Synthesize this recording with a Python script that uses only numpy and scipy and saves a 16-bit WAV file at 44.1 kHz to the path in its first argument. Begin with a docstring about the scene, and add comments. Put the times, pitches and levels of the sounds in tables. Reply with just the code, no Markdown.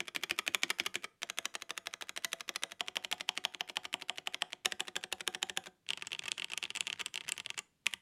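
"""The keys of a mechanical keyboard on a wooden desk: one finger taps space, shift, enter and backspace, the
hand types on the letters, and a last hard tap falls on a far key at the right. Each blow rings damped modes of
case, cap, switch and desk, then rattles; a tapped key clacks at the bottom and again as it springs back.
Noise grains make the finger ticks, the rub of the stems and the fidgets of resting fingers.
It is heard close up in a quiet room: a diffuse noise tail and a steady coloured hush."""
import sys
import numpy as np
from scipy import signal
from scipy.fft import rfft, irfft
from scipy.io import wavfile

SR = 44100
rng = np.random.default_rng(int(sys.argv[2]) if len(sys.argv) > 2 else 0)


def bounce(signal):
    """Save signal as a 16-bit WAV file at the path given by the first command-line argument."""
    frames = np.transpose(np.atleast_2d(signal))
    limited = np.clip(frames, -1, 1)
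    pcm = np.round(limited * 32767).astype(np.int16)
    wavfile.write(sys.argv[1], SR, pcm)


N = 353461

# All table levels are relative: each layer adds its own trim.
# Taps on each key: [t/s, press level/dB, finger landing level/dB, hold/s, release level/dB, release looseness/dB]
SPACE_TAPS = [(0.004, -35, -50, 0.077, -41.5, -5), (0.1617, -33.5, -40, 0.073, -34, -2),
              (0.3096, -31, -39.5, 0.079, -31, -3), (0.4777, -30.5, -42, 0.069, -28, -6.5),
              (0.6336, -28.5, -50.5, .0687, -30, 0.5), (0.7987, -30.5, -43.5, 0.063, -33, 3),
              (0.9553, -33.5, -42, 0.087, -38.5, 0)]
SHIFT_TAPS = [(1.231, -35.5, -43, 0.068, -35, 1), (1.3856, -33.5, -46.5, 0.069, -31.5, -1),
              (1.552, -36.5, -48, 0.069, -39.5, 1), (1.7056, -37, -46, 0.071, -35.5, -3.5),
              (1.87, -37, -49, 0.068, -37.5, 0.5), (2.0223, -40.5, -41.5, 0.071, -38, 1),
              (2.1748, -37.5, -40.5, 0.071, -30, 8.5), (2.3307, -34, -49, 0.076, -38.5, 2),
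              (2.4911, -35.5, -50, 0.068, -33, 3), (2.635, -33, -45, 0.084, -42, 7)]
ENTER_TAPS = [(2.8072, -33, -56, 0.076, -33.5, -5), (2.9683, -32.5, -40.5, 0.079, -32.5, -3),
              (3.1261, -32, -36.5, 0.082, -33, 2), (3.2905, -30, -66, 0.085, -30, -4.5),
              (3.4511, -30.5, -48, .0959, -37.5, -9.5), (3.608, -33.5, -63, 0.089, -38, 4.5),
              (3.7692, -32.5, -48.5, 0.083, -35, 2), (3.9403, -33, -42.5, .081, -38, 0),
              (4.0961, -33.5, -52, 0.087, -35.5, 1.5), (4.2726, -34, -58, 0.072, -31.5, -5),
              (4.421, -31, -61.5, 0.11, -35, -4)]
BACKSPACE_TAPS = [(4.6574, -26, -39, 0.064, -34.5, -4), (4.8046, -31.5, -42.5, 0.076, -40.5, 5),
                  (4.9643, -32, -40, .0737, -37.5, -1), (5.1253, -32, -53, 0.081, -38.5, -5),
                  (5.2764, -29.5, -52, 0.071, -36, -0.5), (5.4285, -29.5, -50, 0.068, -36.5, -5),
                  (5.5733, -30.5, -51, 0.094, -45.5, 9)]
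# A last hard tap on a far key at the right: same columns
FAR_KEY_TAPS = [(7.8665, -26, -42, .0704, -35, 4)]
# Blows on the letter keys: [t/s, clack level/dB, tick level/dB, looseness/dB]
LETTER_BLOWS = [(5.8893, -39.5, -49, -12), (5.9044, -32, -43.5, -1.5), (5.9335, -37.5, -51.5, -4.5),
                (5.974, -45, -51.5, 7), (6.0227, -39.5, -51, 6.5), (6.0699, -44, -43, 3),
                (6.1186, -40.5, -54, 0), (6.1305, -37, -50, -3), (6.149, -42, -60, -4),
                (6.1928, -38.5, -46.5, -9), (6.237, -48, -57, 9), (6.256, -42.5, -52, 9),
                (6.2799, -36.5, -48, 6.5), (6.3176, -33.5, -38, -10.5), (6.3796, -41, -52, -1),
                (6.3971, -39.5, -51, -6), (6.4205, -37.5, -58, 0), (6.4443, -37.5, -47, -6),
                (6.5, -48, -56, 8), (6.5181, -43, -51, 5), (6.5345, -37.5, -49, 3),
                (6.5762, -36.5, -39.5, -2), (6.6275, -37, -48, 1.5), (6.6385, -38, -47, -3),
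                (6.653, -40.5, -60, -5), (6.704, -39.5, -50.5, -4), (6.7514, -41.5, -49, 5),
                (6.761, -41, -44, 1), (6.7713, -39, -43.5, 5), (6.8073, -32, -36.5, -5),
                (6.8697, -37.5, -44.5, -2), (6.877, -40, -51, 1.5), (6.9008, -37, -54, 0),
                (6.9285, -37, -46.5, -6), (6.9947, -43, -52, 6), (7.0011, -40.5, -52, 9),
                (7.0115, -37, -46, 6), (7.0607, -37.5, -41, -1), (7.1416, -43.5, -47, -3.5),
                (7.1569, -38, -44.5, -3), (7.1758, -38, -51, -3), (7.208, -43.5, -58.5, -1),
                (7.281, -43.5, -52, 5.5), (7.2904, -38, -39.5, 5), (7.3203, -36, -35, -2),
                (7.3788, -43, -49, 5), (7.4, -41, -49, -6), (7.4614, -39.5, -50.5, -3),
                (7.503, -38, -45.5, -1), (7.577, -40, -45, 12.5), (7.5897, -40, -40, 7)]

# Modes of each key with the case under it: [f/Hz, resonance height level/dB, t60/s]
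SPACE_MODES = [(250.6, -1.5, 0.12), (340, 0.5, 0.035), (341, 6.5, 0.089), (402, -7.5, 0.079),
               (580, -9, 0.021), (708, -6, 0.013), (840, -13, 0.021), (1520, -4, 0.0076),
               (1735, 0.5, 0.014), (2385, 7.5, 0.012), (3010, 2, 0.0037), (3355, 0, 0.0031),
               (4700, -7, 0.001), (5200, -5, 0.0018), (6840, -18, 0.0014), (9600, -21, 0.0012),
               (12500, -25, 0.0018)]
SHIFT_MODES = [(341.5, -10.5, 0.039), (478, -8, 0.082), (565, -8, 0.13), (672, 1.5, 0.13),
               (878, -8.5, 0.029), (1256, 2, 0.0085), (1695, 2.5, 0.027), (2007, 2, 0.015),
               (2590, -1.5, 0.0068), (3270, -1, 0.013), (3820, -1.5, 0.011), (4880, -6.5, 0.0035),
               (6170, -0.5, 0.003), (9000, -8.5, 0.0012), (10000, -8.5, 0.0018), (13500, -16, 0.0074)]
ENTER_MODES = [(263, -13, 0.038), (372.3, -9, 0.2), (667, -5.5, 0.081), (731, -1, 0.055), (870, -2, 0.02),
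               (1150, -4, 0.015), (1884, -2, 0.011), (2380, -3.5, 0.0032), (3140, 2, 0.0054),
               (4640, -15, 0.0019), (5600, -11.5, 0.0031), (7430, -12, 0.0036), (10650, -20.5, 0.0024),
               (12700, -30, 0.0022)]
BACKSPACE_MODES = [(259, -4.5, 0.043), (363, 1.5, 0.06), (555, -4, 0.04), (762, 5.5, 0.13),
                   (843, 2.5, 0.02), (1196, -6, 0.018), (1667, 0, 0.017), (2050, -9.5, 0.0042),
                   (2490, -2.5, 0.011), (3056, 2, 0.01), (3634, 2.5, 0.012), (4496, -16.5, 0.0094),
                   (5550, -11.5, 0.0064), (7040, -8.5, 0.0039), (9700, -16.5, .004), (10200, -10, 0.0073),
                   (13000, -26, 0.0025)]
LETTER_MODES = [(256, -7, 0.035), (381, -4.5, 0.061), (502, -12, 0.034), (690, -7, 0.045),
                (905, -3.5, 0.078), (1200, -3.5, 0.072), (1470, -11, 0.0024), (2250, 0, 0.0093),
                (2680, 6, 0.01), (3270, 3, 0.0055), (4478, -11, 0.0068), (5300, -16.5, 0.00055),
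                (6840, -11.5, 0.001), (7740, -12.5, 0.0019), (9820, -18, 0.0063)]
FAR_KEY_MODES = [(290, -18, 0.043), (357, -5, 0.031), (544, -19, .02), (936, 5, 0.074), (1196, -9, 0.068),
                 (1660, -24, .01), (2010, 1.5, 0.0099), (2690, 6.5, 0.0069), (3420, 0, 0.0031),
                 (5240, -13.5, 0.0023), (7500, -12, 0.00078), (10600, -9, 0.0086), (12400, -24, 0.0041),
                 (14900, -28, .002)]
# Modes of keys hitting their top stop, free of the finger: [f/Hz, resonance height level/dB, t60/s]
SPACE_UP_MODES = [(292, -13.5, 0.022), (396.5, 5.5, 0.087), (537, -12, 0.034), (640, 0, 0.022),
                  (850, -19.5, 0.025), (1310, -1, .018), (1650, -5.5, 0.014), (2346, 6.5, 0.013),
                  (2900, 0, 0.0052), (3400, 4.5, 0.0071), (3920, -19.5, 0.012), (5400, -13.5, 0.0037),
                  (6700, -11.5, 0.0037), (9700, -15.5, 0.0021), (12500, -20.5, .002)]
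ENTER_UP_MODES = [(280, -2.5, .03), (370, 0, 0.19), (600, -3.5, 0.017), (664, 2, 0.019), (940, -2, 0.024),
                  (1282, -5.5, 0.0074), (2160, 0, 0.0052), (3170, 2, 0.0046), (4200, -6.5, .005),
                  (5540, -8, 0.0044), (7300, -12, 0.0025), (10630, -20, .002), (12730, -35.5, .002)]
BACKSPACE_UP_MODES = [(275, -9.5, 0.027), (366, 3.5, 0.11), (614, -2, 0.048), (760, -1.5, 0.069),
                      (900, -3, 0.023), (1570, -2, 0.0096), (1880, 1.5, 0.015), (2580, -2, 0.008),
                      (3260, -3, 0.0044), (4080, -11, 0.0046), (5560, -8.5, 0.0036), (7330, -5.5, 0.0084),
                      (10370, -19, .003), (12500, -34, 0.0031)]
# Modes of the wooden desk: [f/Hz, resonance height level/dB, t60/s]
DESK_MODES = [(84, -4.5, 0.086), (95, -7.5, 0.059), (135.4, -8, 0.044), (178.6, 2.5, 0.13),
              (222.2, 1, 0.074)]

# Spectrum of finger ticks and stem rub: [f/Hz, level per Hz/dB]
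TOUCH_COLOUR = [(40, -43), (150, -19.5), (400, -11), (1000, -10), (1800, -2), (2900, -2.5), (4400, -11.5),
                (7300, -15.5), (11000, -17.5), (16000, -35)]
# Spectrum of the room's reflections at their onset: [f/Hz, level per Hz/dB]
ROOM_COLOUR = [(80, -3.5), (300, 13.5), (700, 6.5), (1400, 2.5), (3000, -5.5), (6000, -2), (10000, -4),
               (16000, -4)]
# Decay of the room's reflections: [f/Hz, t60/s]
ROOM_T60 = [(100, 0.49), (500, 0.3), (2500, 0.35), (6000, 0.3), (14000, 0.41)]
# Spectrum of the background hush: [f/Hz, level per Hz/dB]
FLOOR_COLOUR = [(20, -14), (70, -13), (150, -8.5), (300, -17), (1000, -26.5), (3000, -27), (8000, -33.5),
                (12500, -35), (14000, -42), (17000, -42.5)]

# modes below the first edge belong to the case, below the second to the cap, the rest to the switch
CASE_TOP_HZ, CAP_TOP_HZ = 1100, 4500
HOLLOW_DB, HOLLOW_T60 = -2.5, 0.059
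SEATING_DB = 9.5  # extra rattle of the switch parts
LINGER_T60 = 0.22  # s, one mode of the case rings on faintly
# a harder stroke is brighter: dB of tick and of thud for each dB of clack
TICK_FOLLOWS, THUD_FOLLOWS = 1.25, 0.6
# no two strokes land alike: spread of the clack's tilt (dB per octave) and of its rattle (dB)
TILT_SPREAD_DB, RATTLE_SPREAD_DB = 0.5, 4
# for each dB of looseness a letter tilts duller (dB per octave), and any key thuds more (dB)
LETTER_DULLING, LOOSE_THUD = 1, 0.27
# the finger lifts this long before the spring-back, gaining these dB for each dB of looseness
LIFT_LEAD_S, LIFT_FOLLOWS = 0.0087, 0.49
# it eases off about this long before the release (jitter as a share), more softly than it lifts
EASE_LEAD_S, EASE_JITTER, EASE_DB = 0.023, 0.25, -7
ROOM_DB, FLOOR_DB = -23, -79
LEVEL_WINDOW_S = 0.01
CUTOFF_HZ = 16300


def key(strokes, modes, linger_hz, linger_db, clack_db, tilt_db, tick_db, thud_db, desk_db,
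        rattle_db, loose_db, rattle_t60, detune, dulling=0):
    """A stroke rings the case (thud), the keycap (clack) and the small parts of the switch (tick)."""
    modes, out = np.array(modes), np.zeros(N)
    case, cap, switch = np.split(modes, np.searchsorted(modes[:, 0], [CASE_TOP_HZ, CAP_TOP_HZ]))
    short, long = seconds(0.04), seconds(0.16)
    usual = np.mean([clack for s, clack, *rest in strokes])
    for s, clack, tick, looseness in strokes:
        thud = thud_db + THUD_FOLLOWS * (clack - usual) + LOOSE_THUD * looseness
        tilt = tilt_db - dulling * looseness + TILT_SPREAD_DB * rng.standard_normal()
        rattle = rattle_db + looseness + RATTLE_SPREAD_DB * rng.standard_normal()

        knock = struck(cap, short, tilt, spread_db=0.75, detune=0.028)
        knock = rattled(knock, short, rattle + loose_db, rattle_t60, grain_db=2.0, plate_db=8.5, rise_s=0.0029)
        add(out, s, cut(knock, [950, 4500], "band"), clack + clack_db)

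        # the stem seats within a few milliseconds, in a burst of tiny contacts
        snap = struck(switch, short, 0, spread_db=2.0, detune=0.054)
        snap = rattled(snap, short, rattle + SEATING_DB, t60=0.0082, grain_db=3.5, plate_db=-10.0, rise_s=0.00073)
        add(out, s, cut(snap, [4200, 14000], "band"), tick + tick_db)

        # between its strong modes the case has many weak ones that blur into a short hollow noise
        hollow = coloured(rng.standard_normal(len(long)), case[:, :2])
        hollow = cut(hollow, [230, 1150], "band") * from_db(-60 * long / HOLLOW_T60)
        linger = np.sin(2 * np.pi * linger_hz * long) * from_db(-60 * long / LINGER_T60)
        body = unit(struck(case, long, 0, spread_db=1.24, detune=detune))
        body += from_db(HOLLOW_DB) * unit(hollow)
        body += from_db(linger_db) * unit(linger)
        add(out, s, cut(body, [170, 1400], "band"), thud)

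        # the feet of the case pass the blow on to the desk
        desk = struck(np.array(DESK_MODES), long, 0, spread_db=2.5, detune=0.064)
        add(out, s, cut(desk, [70, 300], "band", order=3), thud + desk_db)
    return out


def struck(modes, t, tilt_db, spread_db, detune):
    """Damped sines of alternating sign; every blow weights and tunes them a little differently."""
    hz, db, t60 = modes.T[:, :, None]
    weight, shift = rng.standard_normal((2, len(modes), 1))
    tilted_db = db + tilt_db * np.log2(hz / hz[0]) + spread_db * weight
    gain = from_db(tilted_db) / t60  # a resonance of given height starts weaker if it rings longer
    sign = (-1) ** np.arange(len(modes))[:, None]
    tones = np.sin(2 * np.pi * hz * (1 + detune * shift) * t)
    return np.sum(sign * gain * from_db(-60 * t / t60) * tones, axis=0)


def rattled(impact, t, rattle_db, t60, grain_db, plate_db, rise_s):
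    """After the impact loose parts chatter: tiny contacts ring the same modes again and shake the plate."""
    noise, sizes = rng.standard_normal((2, len(t)))
    rise = 1 - np.exp(-(t / rise_s) ** 2)
    chatter = noise * from_db(grain_db * sizes - 60 * t / t60) * rise
    again = signal.fftconvolve(chatter, impact)[:len(t)]
    rattle = unit(unit(again) + from_db(plate_db) * unit(chatter))
    return unit(impact) + from_db(rattle_db) * rattle


def presses(taps):
    """Each tap drives the key to the bottom, where the finger holds it steady: no added looseness."""
    s, press_db, finger_db, held_s, release_db, looseness = np.transpose(taps)
    return with_ticks(s, press_db, np.zeros(len(s)))


def releases(taps):
    """After the hold the spring throws the key against its top stop, where it is free to rattle."""
    s, press_db, finger_db, held_s, release_db, looseness = np.transpose(taps)
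    return with_ticks(s + held_s, release_db, looseness)


def with_ticks(s, db, looseness):
    """Rows of [t/s, clack/dB, tick/dB, looseness/dB]: the tick grows faster with force than the clack."""
    tick_db = db.mean() + TICK_FOLLOWS * (db - db.mean())
    return np.transpose([s, db, tick_db, looseness])


def touches(contacts, touch_db, t60, rise_s, rub_db, rub_t60):
    """A fingertip rocks the cap in its play: a short cluster of weak ticks, then a faint rub."""
    out, t = np.zeros(N), seconds(0.03)
    for s, db in contacts:
        noise, sizes = rng.standard_normal((2, len(t)))
        fading = from_db(-60 * t / t60) + from_db(rub_db - 60 * t / rub_t60)
        grains = noise * from_db(1.9 * sizes) * fading * (1 - np.exp(-t / rise_s))
        add(out, s, coloured(grains, TOUCH_COLOUR), db + touch_db)
    return out


def fingerings(taps, lead_s, lift_db):
    """Rows of [t/s, level/dB]: the finger lands, eases off and lifts, louder if it leaves the cap loose."""
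    # it lands one key travel before the press
    rows = [(s - lead_s, finger_db) for s, press_db, finger_db, *rest in taps if s > lead_s]
    for s, clack, tick, looseness in releases(taps):
        db = lift_db + LIFT_FOLLOWS * looseness
        ease_lead = EASE_LEAD_S * (1 + EASE_JITTER * rng.uniform(-0.83, 1))
        rows += [(s - ease_lead, db + EASE_DB), (s - LIFT_LEAD_S, db)]
    return rows


def slides(strokes, slide_db, travel_s):
    """The stem rubs along its housing, growing louder, just before each impact."""
    out, t = np.zeros(N), seconds(travel_s)
    for s, clack, *rest in strokes:
        if s > travel_s:
            rub = coloured(rng.standard_normal(len(t)), TOUCH_COLOUR) * np.sqrt(t)
            add(out, s - travel_s, rub, clack + slide_db)
    return out


def fidgets(start_s, end_s, per_s, db, spread_db, pad_db):
    """Resting fingers jostle neighbouring caps at random: a dull tick and the bump of a soft pad."""
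    out, t = np.zeros(N), seconds(0.06)
    for when, size in rng.random((int((end_s - start_s) * per_s), 2)):
        s, level = start_s + when * (end_s - start_s), db - spread_db * size
        grains, pad = rng.standard_normal((2, len(t))) * t
        tick = coloured(grains * from_db(-60 * t / 0.007), TOUCH_COLOUR)
        add(out, s, cut(tick, 6500, "low"), level)
        add(out, s, cut(pad * from_db(-60 * t / 0.042), [95, 190], "band"), level + pad_db)
    return out


def room(x):
    """Diffuse reflections build up after the nearest walls answer and die away band by band."""
    t = seconds(0.6)
    edges = np.geomspace(60, 16000, 9)
    tail = 0
    for low, high in zip(edges, edges[1:]):
        hz = np.sqrt(low * high)
        band = cut(rng.standard_normal(len(t)), [low, high], "band")
        tail = tail + band * from_db(at_hz(ROOM_COLOUR, hz) - 60 * t / at_hz(ROOM_T60, hz))
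    build_up = 1 - np.exp(-t / 0.0053)
    return signal.fftconvolve(x, unit(tail * build_up))[:N]


def hush():
    """The quiet background is steady noise with a fixed spectrum."""
    return from_db(FLOOR_DB) * np.sqrt(N) * unit(coloured(rng.standard_normal(N), FLOOR_COLOUR))


def from_db(db):
    """Decibels to gain."""
    return 10 ** (np.asarray(db) / 20)


def unit(x):
    """Scale to an energy of one."""
    return x / np.sqrt(np.sum(x ** 2) + 1e-20)


def at_hz(points, hz):
    """Read a table on a log-frequency axis."""
    f, value = np.transpose(points)
    return np.interp(np.log(hz + 1e-6), np.log(f), value)


def coloured(x, spectrum):
    """Give a noise a spectrum."""
    gain = from_db(at_hz(spectrum, np.fft.rfftfreq(len(x), 1 / SR)))
    return irfft(rfft(x) * gain, len(x))


def cut(x, hz, kind, order=2):
    """Butterworth filter."""
    return signal.sosfilt(signal.butter(order, hz, kind, fs=SR, output="sos"), x)


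def seconds(length):
    """A time axis in seconds."""
    return np.arange(int(length * SR)) / SR


def add(track, s, sound, db):
    """Mix a sound in at a time; its energy is that of db held for one level window."""
    start = max(round(s * SR), 0)
    part = track[start:start + len(sound)]
    part += (unit(sound) * from_db(db) * np.sqrt(LEVEL_WINDOW_S * SR))[:len(part)]


def scene():
    """The keys, their small noises, the room and its hush."""
    keys = key(presses(SPACE_TAPS), SPACE_MODES, linger_hz=338, linger_db=-17.5,
               clack_db=1.5, tilt_db=2.7, tick_db=-7, thud_db=-44, desk_db=-9,
               rattle_db=-15, loose_db=5.5, rattle_t60=0.053, detune=0.012)
    keys += key(releases(SPACE_TAPS), SPACE_UP_MODES, linger_hz=405, linger_db=-19.5,
                clack_db=1.5, tilt_db=-2.2, tick_db=-8, thud_db=-47.5, desk_db=-10.5,
                rattle_db=-8, loose_db=12.0, rattle_t60=0.024, detune=0.01)
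    keys += key(presses(SHIFT_TAPS), SHIFT_MODES, linger_hz=673, linger_db=-9,
                clack_db=0.0, tilt_db=6, tick_db=-6, thud_db=-46.0, desk_db=-16.5,
                rattle_db=-7.5, loose_db=-3.5, rattle_t60=0.022, detune=0.004)
    keys += key(releases(SHIFT_TAPS), SHIFT_MODES, linger_hz=667, linger_db=-9,
                clack_db=-2.0, tilt_db=5, tick_db=-7, thud_db=-53.0, desk_db=-11.0,
                rattle_db=-10, loose_db=4.5, rattle_t60=0.019, detune=0.0048)
    keys += key(presses(ENTER_TAPS), ENTER_MODES, linger_hz=740.7, linger_db=-11.5,
                clack_db=1.5, tilt_db=3.5, tick_db=-9.5, thud_db=-40.5, desk_db=-18.5,
                rattle_db=-15.0, loose_db=4.5, rattle_t60=0.013, detune=0.005)
    keys += key(releases(ENTER_TAPS), ENTER_UP_MODES, linger_hz=736, linger_db=-11,
                clack_db=-3.5, tilt_db=2, tick_db=-14.5, thud_db=-49.0, desk_db=-13.5,
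                rattle_db=-10.5, loose_db=10.0, rattle_t60=0.015, detune=0.006)
    keys += key(presses(BACKSPACE_TAPS), BACKSPACE_MODES, linger_hz=735, linger_db=-11.5,
                clack_db=-1.0, tilt_db=0.5, tick_db=-7, thud_db=-41.0, desk_db=-12.5,
                rattle_db=-13, loose_db=9.0, rattle_t60=0.015, detune=0.005)
    keys += key(releases(BACKSPACE_TAPS), BACKSPACE_UP_MODES, linger_hz=738, linger_db=-10.5,
                clack_db=-0.5, tilt_db=2.0, tick_db=-8.5, thud_db=-48.5, desk_db=-8.5,
                rattle_db=-7, loose_db=8.0, rattle_t60=0.019, detune=0.0078)
    keys += key(LETTER_BLOWS, LETTER_MODES, linger_hz=914, linger_db=-15.5,
                clack_db=1.0, tilt_db=1.5, tick_db=0.5, thud_db=-55.5, desk_db=-9.5,
                rattle_db=-15.0, loose_db=9.0, rattle_t60=0.025, detune=0.028, dulling=LETTER_DULLING)
    far_blows = np.vstack([presses(FAR_KEY_TAPS), releases(FAR_KEY_TAPS)])
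    keys += key(far_blows, FAR_KEY_MODES, linger_hz=940, linger_db=-12,
                clack_db=0.0, tilt_db=-3.0, tick_db=-9, thud_db=-54, desk_db=-5.0,
                rattle_db=-15, loose_db=7.5, rattle_t60=0.019, detune=0.0091)

    contacts = fingerings(SPACE_TAPS, lead_s=0.013, lift_db=-50.5)
    contacts += fingerings(SHIFT_TAPS, lead_s=0.0118, lift_db=-56.5)
    contacts += fingerings(ENTER_TAPS, lead_s=0.0123, lift_db=-50)
    contacts += fingerings(BACKSPACE_TAPS, lead_s=0.0082, lift_db=-52.5)
    contacts += fingerings(FAR_KEY_TAPS, lead_s=0.0073, lift_db=-52)
    keys += touches(contacts, touch_db=-0.5, t60=0.009, rise_s=0.00037, rub_db=-13.5, rub_t60=0.099)

    taps = SPACE_TAPS + SHIFT_TAPS + ENTER_TAPS + BACKSPACE_TAPS
    rubbing = np.vstack([presses(taps), releases(taps), LETTER_BLOWS])
    keys += slides(rubbing, slide_db=-22.5, travel_s=0.011)
    keys += fidgets(start_s=5.86, end_s=7.58, per_s=34, db=-53.5, spread_db=9.5, pad_db=-11.5)
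    return (keys + from_db(ROOM_DB) * room(keys) + hush())[None]


def record(dry):
    """A steep elliptic low-pass cuts the top."""
    return signal.sosfilt(signal.ellip(10, 0.2, 80, CUTOFF_HZ, fs=SR, output="sos"), dry)


dry = scene()
out = record(dry)
bounce(out)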